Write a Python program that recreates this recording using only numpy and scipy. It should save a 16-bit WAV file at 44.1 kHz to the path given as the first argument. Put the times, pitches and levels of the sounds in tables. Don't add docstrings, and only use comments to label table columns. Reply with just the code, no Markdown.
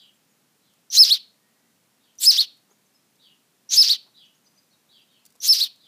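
import sys
import numpy as np
from scipy import signal
from scipy.fft import rfft, irfft
from scipy.io import wavfile

SR = 44100
rng = np.random.default_rng(int(sys.argv[2]) if len(sys.argv) > 2 else 0)


def bounce(signal):
    frames = np.transpose(np.atleast_2d(signal))
    limited = np.clip(frames, -1, 1)
    pcm = np.round(limited * 32767).astype(np.int16)
    wavfile.write(sys.argv[1], SR, pcm)


N = 258867

# start, held note begins, held note ends,
# second note tops, all in seconds.
CHIRP_TIMES = [(.9005, .993, 1.026, 1.130), (2.1855, 2.274, 2.297, 2.404), (3.690, 3.780, 3.815, 3.917),
               (5.402, 5.490, 5.522, 5.627)]
# step below the held note, held note middle, held note end,
# top of the second note, all in Hz.
CHIRP_PITCHES = [(4300, 5330, 5000, 4500), (4900, 5100, 5250, 4500), (4600, 5230, 5150, 4600),
                 (4550, 5365, 5230, 4500)]
# run-up whistle in dB, first note in dB, second note in dB,
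# rasp in dB, opening rasp in dB, rasp under first note in dB, rasp under second note in dB,
# throat resonance early in the run-up in Hz, run-up treble in dB, treble in dB.
CHIRP_VOICES = [(5.5, 2, 3, 1, -1, -7, -14, 5750, 0, -.5), (-.5, .7, .5, .3, -5, -9, -8, 8300, 9.5, -.5),
                (-4, -.7, -.8, 1.5, 4.5, 7.5, 6, 6000, 0, -2),
                (-7.5, -2.2, -3.5, -1.8, -3, 5, 7.5, 5900, -2.5, 2)]
VOICE_EDGE_HZ = 970


def nestling():
    out = np.zeros(N)
    for times, pitches, voice in zip(CHIRP_TIMES, CHIRP_PITCHES, CHIRP_VOICES):
        t, pitch, whistle_db, rasp_db, throat_hz, treble_db = chirp_controls(times, pitches, voice)
        clean = whistle(t, pitch, whistle_db, rasp_db)
        body, treble = rasp(pitch, throat_hz, jitter=0.066, noisy=1.3)
        fade = np.clip((t[-1] - t) / .014, 0, 1)
        add(out, t[0], fade * (clean + amp(rasp_db) * body + amp(treble_db) * treble))
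    high_pass = signal.butter(2, VOICE_EDGE_HZ, "high", fs=SR, output="sos")
    return signal.sosfilt(high_pass, out + 1e-18)


# seconds after its start, pitch in Hz, whistle in dB,
# rasp in dB, throat resonance in Hz, level of the rasp's treble in dB.
CHIRP_SHAPE = [(0, 2800, -85, -61, 5600, -79), (.0015, 2880, -74, -36, 5770, -62),
               (.014, 3000, -68, -37.5, 5850, -48), (.027, 3150, -62, -29.5, 5900, -39),
               (.052, 3450, -45, -18.5, 6200, -31), (.071, 4130, -20, -19, 6000, -25),
               (.083, 4550, -14, -24, 5400, -22), (.091, 5255, -10, -32, 4740, -32),
               (.102, 5260, -7.5, -32.5, 4700, -33), (.121, 5160, -8.5, -35, 4800, -32),
               (.135, 4050, -13, -22.5, 5300, -25.5), (.144, 3300, -45, -18, 5300, -33),
               (.179, 2420, -36, -24, 4470, -39.5), (.196, 3000, -25, -20.5, 5250, -35),
               (.210, 3725, -15, -29, 4490, -33), (.226, 4510, -13, -24.5, 4500, -41),
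               (.238, 4280, -19, -23, 4350, -32.5), (.252, 3300, -32, -27.5, 4130, -44),
               (.282, 2780, -82, -38, 3500, -57)]
GAPE_KEPT = .55


def chirp_controls(times, pitches, voice):
    at, shape_hz, *levels = np.transpose(CHIRP_SHAPE)
    _, _, _, swell, loud, voiced, step, held, middle, released, *second_half = at
    falling, fallen, trough, rising, climb, top, tipped, _, end = second_half
    t = np.arange(times[0], times[-1] + end - top, 1 / SR)
    u = np.interp(t, [*times, t[-1]], [0, held, released, top, end])
    whistle_db, rasp_db, throat_hz, treble_db = [np.interp(u, at, level) for level in levels]

    shifts = np.array(pitches) - np.interp([step, middle, released, top], at, shape_hz)
    step_hz, middle_hz, released_hz, top_hz = shifts
    pitch = np.interp(u, at, shape_hz) + np.interp(
        u, [swell, step, held, middle, released, fallen, trough, top, end],
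        [0, step_hz, 0, middle_hz, released_hz, 0, 0, top_hz, 0])

    runup_db, first_db, second_db, rough_db, opening_db, *rest = voice
    under_first_db, under_second_db, runup_hz, bright_db, airy_db = rest
    rasp_db = rasp_db + rough_db + np.interp(
        u, [0, swell, loud, step, held, released, falling, rising, climb, top],
        [0, opening_db, 0, 0, under_first_db, under_first_db, 0, 0, under_second_db, 0])
    whistle_db = whistle_db + np.interp(
        u, [step, held, fallen, trough, top, tipped],
        [runup_db, first_db, first_db, second_db, second_db, 0])

    gape = np.interp(u, [0, swell, voiced, held], [0, 1, GAPE_KEPT, 0])
    throat_hz = throat_hz + gape * (runup_hz - np.interp(swell, at, levels[2]))
    return t, pitch, whistle_db, rasp_db, throat_hz, treble_db + airy_db + gape * bright_db


# time in seconds, half width in ms.
BREAKS = [(0.988, 0.64), (1.03, 1.05), (1.133, 1), (1.141, 1), (2.29, 0.51), (2.299, 1), (2.402, 1.19),
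          (2.41, 0.33), (2.413, 0.33), (2.419, 0.49), (3.802, 0.54), (5.527, 0.33), (5.531, 0.5),
          (5.622, 0.67)]
# multiple of the pitch, level in dB against the whistle.
PARTIALS = [(.5, -32.5), (1, -0.5), (1.5, -38), (2, -24.5), (2.5, -31), (3, -24)]
STRONG_WEAK_HZ, WHISTLE_EDGE_HZ = 4900, 2960


def whistle(t, pitch, whistle_db, rasp_db):
    shaken = np.clip(amp(rasp_db - whistle_db), 0, 1)
    unsteady = 1 + (.005 + .035 * shaken) * wander(len(t), 500)
    turn = 2 * np.pi * np.cumsum(pitch * unsteady) / SR
    doubled = np.clip((pitch - STRONG_WEAK_HZ) / 200, 0, 1)
    tone = 0
    for k, db in PARTIALS:
        flicker_db = .6 if k == 1 else 3.0
        share = doubled if k % 1 else 1
        level = share * amp(db + flicker_db * wander(len(t), 260))
        tone = tone + level * np.sin(k * turn) * np.sqrt(2)
    for at, ms in BREAKS:
        tone = tone * (1 - .85 * np.exp(-((t - at) * 1000 / ms) ** 2))
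    tone = tone * np.clip((whistle_db - rasp_db + 8) / 6, 0, 1)
    high_pass = signal.butter(7, WHISTLE_EDGE_HZ, "high", fs=SR, output="sos")
    return signal.sosfilt(high_pass, tone * amp(whistle_db))


# frequency in Hz, relative level in dB.
SKIRT = [(300, -55), (1000, -28), (1600, -16.5), (2300, -11.5), (3000, -2.5), (4200, 7), (5500, 4),
         (8000, -21), (16000, -32.5)]
THROAT_WIDTH_HZ, SIDE_DB, TREBLE_EDGE_HZ = 1200, -2.5, 8800
THIN_FROM_HZ, THIN_DB_PER_KHZ = 3200, -3.5


def rasp(pitch, throat_hz, jitter, noisy):
    n = len(pitch)
    chaos = 1 - np.exp(-(np.arange(n) / SR / 0.015) ** 2)
    uneven = 1 + jitter * (.3 + 0.89 * chaos) * wander(n, 1100)
    turn = 2 * np.pi * np.cumsum(pitch * uneven) / SR
    source = 0
    for k in range(1, 7):
        share = chaos if k % 2 else 1
        source = source + np.cos(k * turn) * share * (k * pitch < .45 * SR)
    bursts = amp(3.5 * np.tanh(wander(n, 500)))
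    cycles = rms_one(source) * bursts
    breath = chaos * rng.standard_normal(n)
    source = cycles + noisy * breath

    centre = np.exp(2j * np.pi * np.cumsum(throat_hz) / SR)
    narrow = signal.butter(2, THROAT_WIDTH_HZ / 2, fs=SR, output="sos")
    peak = (signal.sosfilt(narrow, source / centre) * centre).real

    skirt = colour(source + 4.04 * bursts * rng.standard_normal(n), SKIRT)
    side_db = SIDE_DB + THIN_DB_PER_KHZ * np.clip((pitch - THIN_FROM_HZ) / 1000, 0, 1)
    body = rms_one(rms_one(peak) + amp(side_db) * chaos * rms_one(skirt))
    high_pass = signal.butter(3, TREBLE_EDGE_HZ, "high", fs=SR, output="sos")
    treble = signal.sosfilt(high_pass, cycles + .75 * breath)
    return body, rms_one(treble)


# frequency in Hz, relative level in dB.
WALLS = [(1500, -20.5), (2500, 10.5), (3300, 1), (4500, -2.5), (5600, -4.5), (9000, -6.5), (16000, -9)]
ROOM_T60_S, ROOM_DB = .31, -21.5


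def room_tail(chick):
    return amp(ROOM_DB) * echoes(colour(chick, WALLS), ROOM_T60_S)


# time in seconds, peak in dB.
TICKS = [(.737, -55), (2.154, -52), (2.181, -45), (2.571, -57), (3.156, -54), (3.166, -60), (5.253, -41.5),
         (5.262, -41), (5.304, -50), (5.324, -48), (5.354, -48), (5.360, -50), (5.760, -52)]


def ticks():
    return contacts(TICKS, hz=8800, t60=.025)


# time in seconds, peak in dB.
KNOCKS = [(2.695, -58), (2.711, -51), (4.062, -57), (4.075, -60), (4.084, -59), (5.352, -57), (5.43, -51),
          (5.445, -52)]


def knocks():
    return contacts(KNOCKS, hz=760, t60=.055)


def contacts(rows, hz, t60):
    out, t = np.zeros(N), np.arange(SR // 10) / SR
    band = signal.butter(2, [hz / 2.3, min(hz * 1.6, .45 * SR)], "band", fs=SR, output="sos")
    for s, db in rows:
        burst = signal.sosfilt(band, rng.standard_normal(len(t)) * amp(-60 * t / t60))
        add(out, s, amp(db) * burst / np.abs(burst).max())
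    return out


# start in seconds, relative level in dB, semitones up.
FAR_CHIRPS = [(-.055, -56.5, .3), (.61, -72.5, 1), (2.0, -69.5, -.3), (3.19, -58.5, .1), (4.138, -56, .4),
              (4.888, -58, .1), (5.075, -67, -.5), (5.782, -60.5, .7)]
# seconds after its start, length in seconds,
# first pitch in Hz, last pitch in Hz (both before the semitones), relative level in dB.
FAR_NOTES = [(0, .05, 3750, 3900, -2), (.024, .035, 4500, 4600, -5), (.03, .088, 3450, 2550, -1)]
FAR_T60_S = .32
FAR_FALL_BEND = 1.8


def far_chirps():
    out = np.zeros(N)
    for s, chirp_db, semitones in FAR_CHIRPS:
        chirp = np.zeros(SR // 2)
        for after, length, first_hz, last_hz, db in FAR_NOTES:
            u = np.linspace(0, 1, int(length * SR))
            glide = first_hz + (last_hz - first_hz) * u ** FAR_FALL_BEND
            roughness = 1 + .038 * wander(len(u), 300)
            hz = glide * 2 ** (semitones / 12) * roughness
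            swell = np.sin(np.pi * u) ** 0.55
            add(chirp, after, 2 * amp(chirp_db + db) * swell * np.sin(2 * np.pi * np.cumsum(hz) / SR))
        add(out, s, .6 * chirp + .9 * echoes(chirp, FAR_T60_S))
    return out


# start in seconds, length in seconds, first pitch in Hz,
# middle pitch in Hz, last pitch in Hz, approximate mean level in dB.
FAR_WHISTLES = [(.015, .024, 7500, 7450, 7400, -75), (.135, .03, 7550, 7500, 7500, -77),
                (.29, .04, 7000, 6800, 6700, -77), (1.371, .33, 1880, 1890, 2020, -83),
                (2.705, .02, 6000, 6600, 6900, -68), (2.857, .02, 6300, 6300, 6370, -75.5),
                (2.945, .025, 5250, 5150, 5110, -68), (4.249, .021, 5200, 5900, 6900, -70),
                (4.346, .022, 5000, 6650, 6300, -72), (4.444, .047, 6700, 5890, 6540, -71),
                (4.463, .018, 4100, 5000, 4560, -65), (4.558, .035, 6400, 5970, 6670, -71),
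                (4.576, .023, 4500, 4970, 4590, -64), (4.698, .04, 5300, 5960, 5170, -77.5),
                (4.71, .029, 4000, 4400, 4200, -71.5), (4.729, .021, 3600, 3910, 3710, -69),
                (5.014, .017, 4750, 4740, 4900, -69), (5.19, .014, 4100, 4250, 4350, -72),
                (5.262, .02, 4200, 4600, 4900, -70)]


def far_whistles():
    whistles = np.zeros(N)
    for s, length, first_hz, middle_hz, last_hz, db in FAR_WHISTLES:
        u = np.linspace(0, 1, int(length * SR))
        curve = np.polyfit([0, .5, 1], [first_hz, middle_hz, last_hz], 2)
        hz = np.polyval(curve, u)
        swell = np.sin(np.pi * u) ** 0.23
        add(whistles, s, 2 * amp(db) * swell * np.sin(2 * np.pi * np.cumsum(hz) / SR))
    return whistles + echoes(.5 * whistles, FAR_T60_S)


# frequency in Hz, relative level in dB per Hz.
HISS = [(30, -45.5), (80, -22.5), (130, -7.5), (220, -4), (330, -10), (500, -12.5), (1000, -15.5),
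        (2200, -17.5), (6000, -19), (15500, -22.5)]
HISS_DB = -65.5


def room_hiss():
    return amp(HISS_DB) * rms_one(colour(rng.standard_normal(N), HISS))


def amp(db):
    return 10 ** (np.asarray(db) / 20)


def rms_one(x):
    return x / np.sqrt(np.mean(x ** 2) + 1e-20)


def wander(n, hz):
    low_pass = signal.butter(2, hz, fs=SR, output="sos")
    return rms_one(signal.sosfilt(low_pass, rng.standard_normal(n)))


def colour(x, spectrum):
    hz, db = np.transpose(spectrum)
    bins = np.maximum(np.fft.rfftfreq(len(x), 1 / SR), 1)
    return irfft(rfft(x) * amp(np.interp(np.log(bins), np.log(hz), db)), len(x))


def add(out, s, x):
    i = round(s * SR)
    x = x[max(-i, 0):N - i]
    out[max(i, 0):max(i, 0) + len(x)] += x


def echoes(x, t60):
    t = np.arange(SR // 2) / SR
    tail = rng.standard_normal(len(t)) * amp(-60 * t / t60) * (1 - np.exp(-t / 0.012))
    return signal.fftconvolve(x, tail / np.sqrt(np.sum(tail ** 2)))[:len(x)]


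def scene():
    chick = nestling()
    near = chick + room_tail(chick) + ticks() + knocks()
    far = far_chirps() + far_whistles()
    return (near + far + room_hiss())[None]


CUTOFF_HZ = 15750


def record(dry):
    dry = dry - .8 * np.maximum(dry - .58, 0) ** 2
    return signal.sosfilt(signal.cheby2(26, 90, CUTOFF_HZ, fs=SR, output="sos"), dry)


dry = scene()
out = record(dry)
bounce(out)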